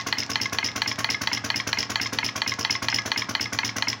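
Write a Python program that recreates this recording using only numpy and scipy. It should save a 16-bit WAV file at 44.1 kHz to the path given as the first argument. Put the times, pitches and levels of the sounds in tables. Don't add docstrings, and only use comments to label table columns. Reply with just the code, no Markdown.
import sys
import numpy as np
from scipy import signal
from scipy.fft import rfft, irfft
from scipy.io import wavfile
from scipy.ndimage import uniform_filter1d, map_coordinates

SR = 44100
rng = np.random.default_rng(int(sys.argv[2]) if len(sys.argv) > 2 else 0)


def transcribe(u):
    v = np.clip(np.atleast_2d(u).T, -1, 1)
    q = np.round(v * 32767).astype(np.int16)
    wavfile.write(sys.argv[1], SR, q)


N = 176400
LEAD = SR // 4
M = N + LEAD


def amp(db):
    return 10 ** (np.asarray(db) / 20)


def through(x, response):
    return signal.fftconvolve(x, response)[:M]


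def on_log(hz, points):
    pitches, values = np.array(points).T
    return np.interp(np.log(hz + 1), np.log(pitches), values)


def coloured(x, points):
    gain = amp(on_log(np.arange(M // 2 + 1) * SR / M, points))
    return irfft(rfft(x) * gain / np.sqrt(np.mean(gain ** 2)), M)


def running(rows):
    rows = np.array(rows, float)
    return np.vstack([[2 * rows[0, 0] - rows[1, 0], 0], rows])


def equal(times):
    return np.array([(t, 0) for t in times])


def before_clack(turns):
    t = running(equal(CLACK_TIMES))[:, 0]
    return equal(t[1:] - turns * np.diff(t))


def after_clack(turns):
    t = running(equal(CLACK_TIMES))[:, 0]
    return equal(t + turns * np.gradient(t))


def blows(rows, bounces=((0, 0),), delay_s=0, jitter_s=0, scatter_db=0):
    force = np.zeros(M)
    for lag_s, db in bounces:
        timing, strength = rng.standard_normal((len(rows), 2)).T
        start_s = rows[:, 0] + delay_s + lag_s + jitter_s * timing * np.sqrt(lag_s / .01)
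        at = (start_s * SR).astype(int) + LEAD
        inside = (at >= 0) & (at < M)
        np.add.at(force, at[inside], amp(rows[:, 1] + db + scatter_db * strength)[inside])
    return force


def ring(tones, rise_s, travel_s=0):
    top_hz = max(hz for hz, _, _ in tones)
    sound = 0
    for hz, db, ring_s in tones:
        late_s = travel_s * (np.sqrt(top_hz / hz) - 1)
        t = np.maximum(np.arange(SR // 2) / SR - late_s, 0)
        swell = 1 - np.exp(-(t / rise_s) ** 2)
        sound += amp(db - 60 * t / ring_s) * np.sin(2 * np.pi * hz * t) * swell
    return sound


def rush(force, colour, rise_s, fall_s):
    t = np.arange(SR // 8) / SR
    shape = np.minimum(t / rise_s, 1) * np.exp(-np.maximum(t - rise_s, 0) / fall_s)
    grit = amp(14 * uniform_filter1d(rng.standard_normal(M), size=16))
    return coloured(through(force, shape) * grit * rng.standard_normal(M), colour)


def waver(x, shift_s=.00005, rate_hz=30):
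    step = int(SR / rate_hz)
    drift = uniform_filter1d(np.repeat(rng.standard_normal(M // step + 1), step), step)[:M]
    return map_coordinates(x, [np.arange(M) + shift_s * SR * drift], order=3)


def mix(*layers):
    return sum(np.array([x, x * amp(echo_db)]) for x, echo_db in layers)


# pitch_hz, level_db
HUSH_COLOUR = [(25, -23), (110, 5), (400, -9), (1100, -1.5), (2200, -20), (5500, -12.5), (8000, -32),
               (16000, -86)]
def hush():
    return amp(-44.5) * coloured(rng.standard_normal(M), HUSH_COLOUR)


# pitch_hz, level_db, ring_s
BASE_TONES = [(114.3, 0.5, 0.31), (154, 1.5, 0.043), (199.6, 1, 0.086), (232.1, -5, 0.15), (279.7, -8, 0.2)]
# delay_s, level_db
THUMP_HITS = [(0, 2), (0.0242, -10)]
def base_thump(strokes, delay_s, jitter_s):
    bass_cut = signal.butter(3, 85, "high", fs=SR, output="sos")
    base = signal.sosfilt(bass_cut, ring(BASE_TONES, rise_s=.00076))
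    return through(blows(strokes, THUMP_HITS, delay_s, jitter_s), base)


# pitch_hz, level_db, ring_s
LINKAGE_TONES = [(693, -5, 0.031), (1099.5, -1.5, 0.049), (1504, 8, 0.015), (2160, 0.5, 0.017)]
VALVE_TONES = [(2862, -1.5, 0.0084), (5190, -5, 0.024), (5230, -2.5, 0.024), (5680, -2.5, 0.019),
               (6160, -3.5, 0.0059)]
STEM_TONES = [(8250, -10, .025), (10570, 3, 0.014), (14800, -3, .028)]
# delay_s, level_db
LINKAGE_HITS = [(0, 3), (.003, 4.5), (.007, -4)]
VALVE_HITS = [(0, 9), (.0022, -0.5), (.0068, 0), (0.0174, 6), (0.02, -22), (0.033, -4.5), (.047, -3.5)]
STEM_HITS = [(.003, -3.5), (.008, 4)]
# pitch_hz, level_db
CHUFF_COLOUR = [(150, -26), (420, -3.5), (560, -3.5), (1200, -25)]
HISS_COLOUR = [(120, -9), (400, -10.5), (800, -10.5), (1200, -6), (2200, -2.5), (4200, -10.5), (5900, 0.5),
               (6800, -7.5), (8400, -33.5), (10200, -18.5), (13200, -29), (15500, -19.5)]
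def first_cylinder():
    strokes = before_clack(turns=.268)
    taps = blows(strokes, LINKAGE_HITS, delay_s=-.001944, jitter_s=.0004)
    tap = amp(-29.5) * through(taps, ring(LINKAGE_TONES, rise_s=.0022))
    thump = amp(-34) * base_thump(strokes, delay_s=.00368, jitter_s=.00075)
    pushes = blows(strokes, THUMP_HITS, delay_s=.0033)
    chuff = amp(-38.5) * rush(pushes, CHUFF_COLOUR, rise_s=.0033, fall_s=.0068)
    exhaust = blows(strokes, delay_s=.0012, scatter_db=.6)
    puff = amp(-25.5) * rush(exhaust, HISS_COLOUR, rise_s=.0076, fall_s=.0061)
    valve = blows(strokes, VALVE_HITS, delay_s=.008, jitter_s=.00044, scatter_db=2.2)
    flutter = amp(-43) * through(valve, ring(VALVE_TONES, rise_s=.00047))
    stem = blows(strokes, STEM_HITS, scatter_db=2.2)
    ping = amp(-47) * through(stem, ring(STEM_TONES, rise_s=.0002))
    return mix((tap + flutter, -36), (thump, -2), (puff + ping + chuff, -6))


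def linkage():
    taps = blows(before_clack(turns=.18), LINKAGE_HITS, jitter_s=.00068, scatter_db=2.2)
    tap = amp(-35) * through(taps, ring(LINKAGE_TONES, rise_s=.0012))
    scrape = amp(-38) * rush(taps, HISS_COLOUR, rise_s=.00077, fall_s=.0037)
    return mix((tap + scrape, -8))


CLACK_TIMES = [0.1256, 0.3559, 0.585, 0.8182, 1.0437, 1.2722, 1.5012, 1.729, 1.9564, 2.1861, 2.4176, 2.6481,
               2.8839, 3.1166, 3.3502, 3.5875, 3.8228]
# pitch_hz, level_db
SLIDE_COLOUR = [(600, -8), (2500, 3.5), (6000, 5.5), (9000, -25)]
# delay_s, level_db
CLACK_HITS = [(0, 0.5), (.0016, -5.5)]
# pitch_hz, level_db, ring_s
CLACK_TONES = [(903, -4.5, 0.048), (1437, 14.5, 0.0027), (1676, -0.9, 0.042), (1820, -4.5, 0.0096),
               (2016, 3.5, 0.014), (2408, -6, 0.016), (3000, 1, 0.013), (3390, -3, 0.022),
               (4023, -3.5, 0.018), (4120, 1.6, 0.02), (4520, -.5, 0.016)]
def loud_shutter(clacks):
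    slide = amp(-38) * rush(blows(before_clack(turns=.052)), SLIDE_COLOUR, rise_s=.0018, fall_s=.0031)
    slaps = blows(clacks, CLACK_HITS, jitter_s=.00003)
    clack = amp(-15.5) * through(slaps, ring(CLACK_TONES, rise_s=.00058, travel_s=.0014))
    tick = amp(-28.5) * rush(blows(clacks), HISS_COLOUR, rise_s=.00041, fall_s=.0032)
    return mix((slide, -10.5), (clack, -13), (tick, -2))


# pitch_hz, level_db, ring_s
FRAME_TONES = [(680, -11.5, .6), (1090, 3, 0.15), (1249, 2.5, .11), (1684, 6.5, 0.14), (2065, 9.5, 0.11)]
def frame(clacks, landings):
    force = blows(clacks) + amp(-7) * landings
    ringing = amp(-38.5) * through(force, ring(FRAME_TONES, rise_s=.00041))
    return mix((waver(waver(ringing)), -16))


# start_s, level_db
ROD_KNOCKS = [(0.1713, -12), (0.4005, -7.5), (0.6288, -3), (0.8605, -3), (1.0906, -1.5), (1.3162, -2.5),
              (1.5431, -4), (1.7729, -4), (1.9993, 0), (2.2299, -2), (2.4636, -4.5), (2.6976, -2.5),
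              (2.9267, 1.5), (3.1607, -3), (3.3974, -3.5), (3.633, -2), (3.8727, -2.5)]
# delay_s, level_db
ROD_HITS = [(0, -1.1), (.0024, -0.95)]
# pitch_hz, level_db, ring_s
ROD_TONES = [(984, -4, 0.026), (1570, 3, 0.012), (2149, 2.5, 0.036), (2510, -0.5, 0.02)]
def rod():
    knocks = blows(running(ROD_KNOCKS), ROD_HITS, delay_s=-.001223, jitter_s=.0002)
    return mix((amp(-18) * through(knocks, ring(ROD_TONES, rise_s=.00041)), -17.5))


# pitch_hz, level_db
SECOND_PUFF_COLOUR = [(150, -23), (450, -12), (1300, -12), (1900, -2.5), (2700, -9), (4200, -9),
                      (5400, -2.5), (6600, -9), (8700, -32.5), (10600, -17.5), (13000, -29), (15300, -18)]
def second_cylinder():
    strokes = after_clack(turns=.256)
    thump = amp(-37.5) * base_thump(strokes, delay_s=-.00507, jitter_s=.00022)
    exhaust = blows(strokes, delay_s=-.005, scatter_db=.6)
    puff = amp(-29) * rush(exhaust, SECOND_PUFF_COLOUR, rise_s=.0053, fall_s=.01)
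    valve = blows(strokes, VALVE_HITS, jitter_s=.00022, scatter_db=2.2)
    chatter = amp(-24.5) * waver(through(valve, ring(VALVE_TONES, rise_s=.00045)))
    ping = amp(-44.5) * through(blows(strokes, STEM_HITS), ring(STEM_TONES, rise_s=.00069))
    return mix((thump, 2.5), (puff, -1), (chatter + ping, -9))


# start_s, level_db
SOFT_SHUTS = [(0.2246, -5.5), (0.4554, -1), (0.6851, -5), (0.9138, 1), (1.1436, 1), (1.3713, -2.5),
              (1.5991, 2), (1.8285, -2), (2.0577, -3.5), (2.2878, -1.7), (2.5184, -0.5), (2.7511, 0.5),
              (2.9846, 2.5), (3.2193, 1.5), (3.4557, -4), (3.6905, -2.5), (3.9282, -1.5)]
# delay_s, level_db
SOFT_HITS = [(0, 3.5), (.0021, 1)]
def soft_landings():
    return blows(running(SOFT_SHUTS), SOFT_HITS, jitter_s=.00036)


# pitch_hz, level_db, ring_s
SOFT_TONES = [(1084, -16, 0.037), (2092, 2, 0.016), (2322, 1, 0.0069), (3310, -5, 0.0088),
              (3893, -2, 0.0054)]
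def soft_shutter(landings):
    knock = amp(-15.5) * through(landings, ring(SOFT_TONES, rise_s=.00082, travel_s=.00193))
    return mix((knock, -15))


def loose_parts():
    ticks = np.repeat(after_clack(turns=.43), 8, axis=0)
    ticks += rng.standard_normal(ticks.shape) * [.018, 4]
    return mix((amp(-33.5) * rush(blows(ticks), SLIDE_COLOUR, rise_s=.00016, fall_s=.001), -10.5))


CHATTER_TIMES = [.316, 2.611, 2.9]
DROP_TIMES = [.675, .919, 2.0645, 2.7605, 2.987, 3.442, 3.678, 3.93]
def valve_rattles():
    chatters = amp(-28) * blows(equal(CHATTER_TIMES), VALVE_HITS)
    drops = amp(-22) * blows(equal(DROP_TIMES))
    return mix((through(chatters + drops, ring(VALVE_TONES, rise_s=.00034)), -10.5))


# pitch_hz, fade_s
ECHO_FADES = [(150, 0.17), (1000, 0.46), (5000, 0.17), (11000, 0.12)]
def room(x, gap_s):
    t = np.arange(SR // 2) / SR
    hz = np.fft.rfftfreq(len(t), 1 / SR)
    noise, tail = rfft(rng.standard_normal(len(t))), 0
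    octaves_hz = 62.5 * 2. ** np.arange(9)
    for centre in octaves_hz:
        band = np.interp(np.log(hz + 1), np.log(octaves_hz), octaves_hz == centre)
        tail += irfft(noise * band, len(t)) * amp(-60 * t / on_log(centre, ECHO_FADES))
    tail *= np.clip(t / gap_s - 1, 0, 1)
    return through(x, tail / np.linalg.norm(tail))


def scene():
    clacks, landings = running(equal(CLACK_TIMES)), soft_landings()
    engine = first_cylinder() + linkage() + loud_shutter(clacks) + frame(clacks, landings) + rod()
    engine += second_cylinder() + soft_shutter(landings) + loose_parts() + valve_rattles()
    direct, to_room = engine
    echo = waver(room(to_room, gap_s=.002))
    return (direct + echo + hush())[None, LEAD:]


def record(dry):
    low_hz, top_hz = 70, 16000
    thinned = signal.sosfilt(signal.butter(2, low_hz, "high", fs=SR, output="sos"), dry)
    return signal.sosfilt(signal.ellip(10, .2, 70, top_hz, fs=SR, output="sos"), thinned)


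dry = scene()
out = record(dry)
transcribe(out)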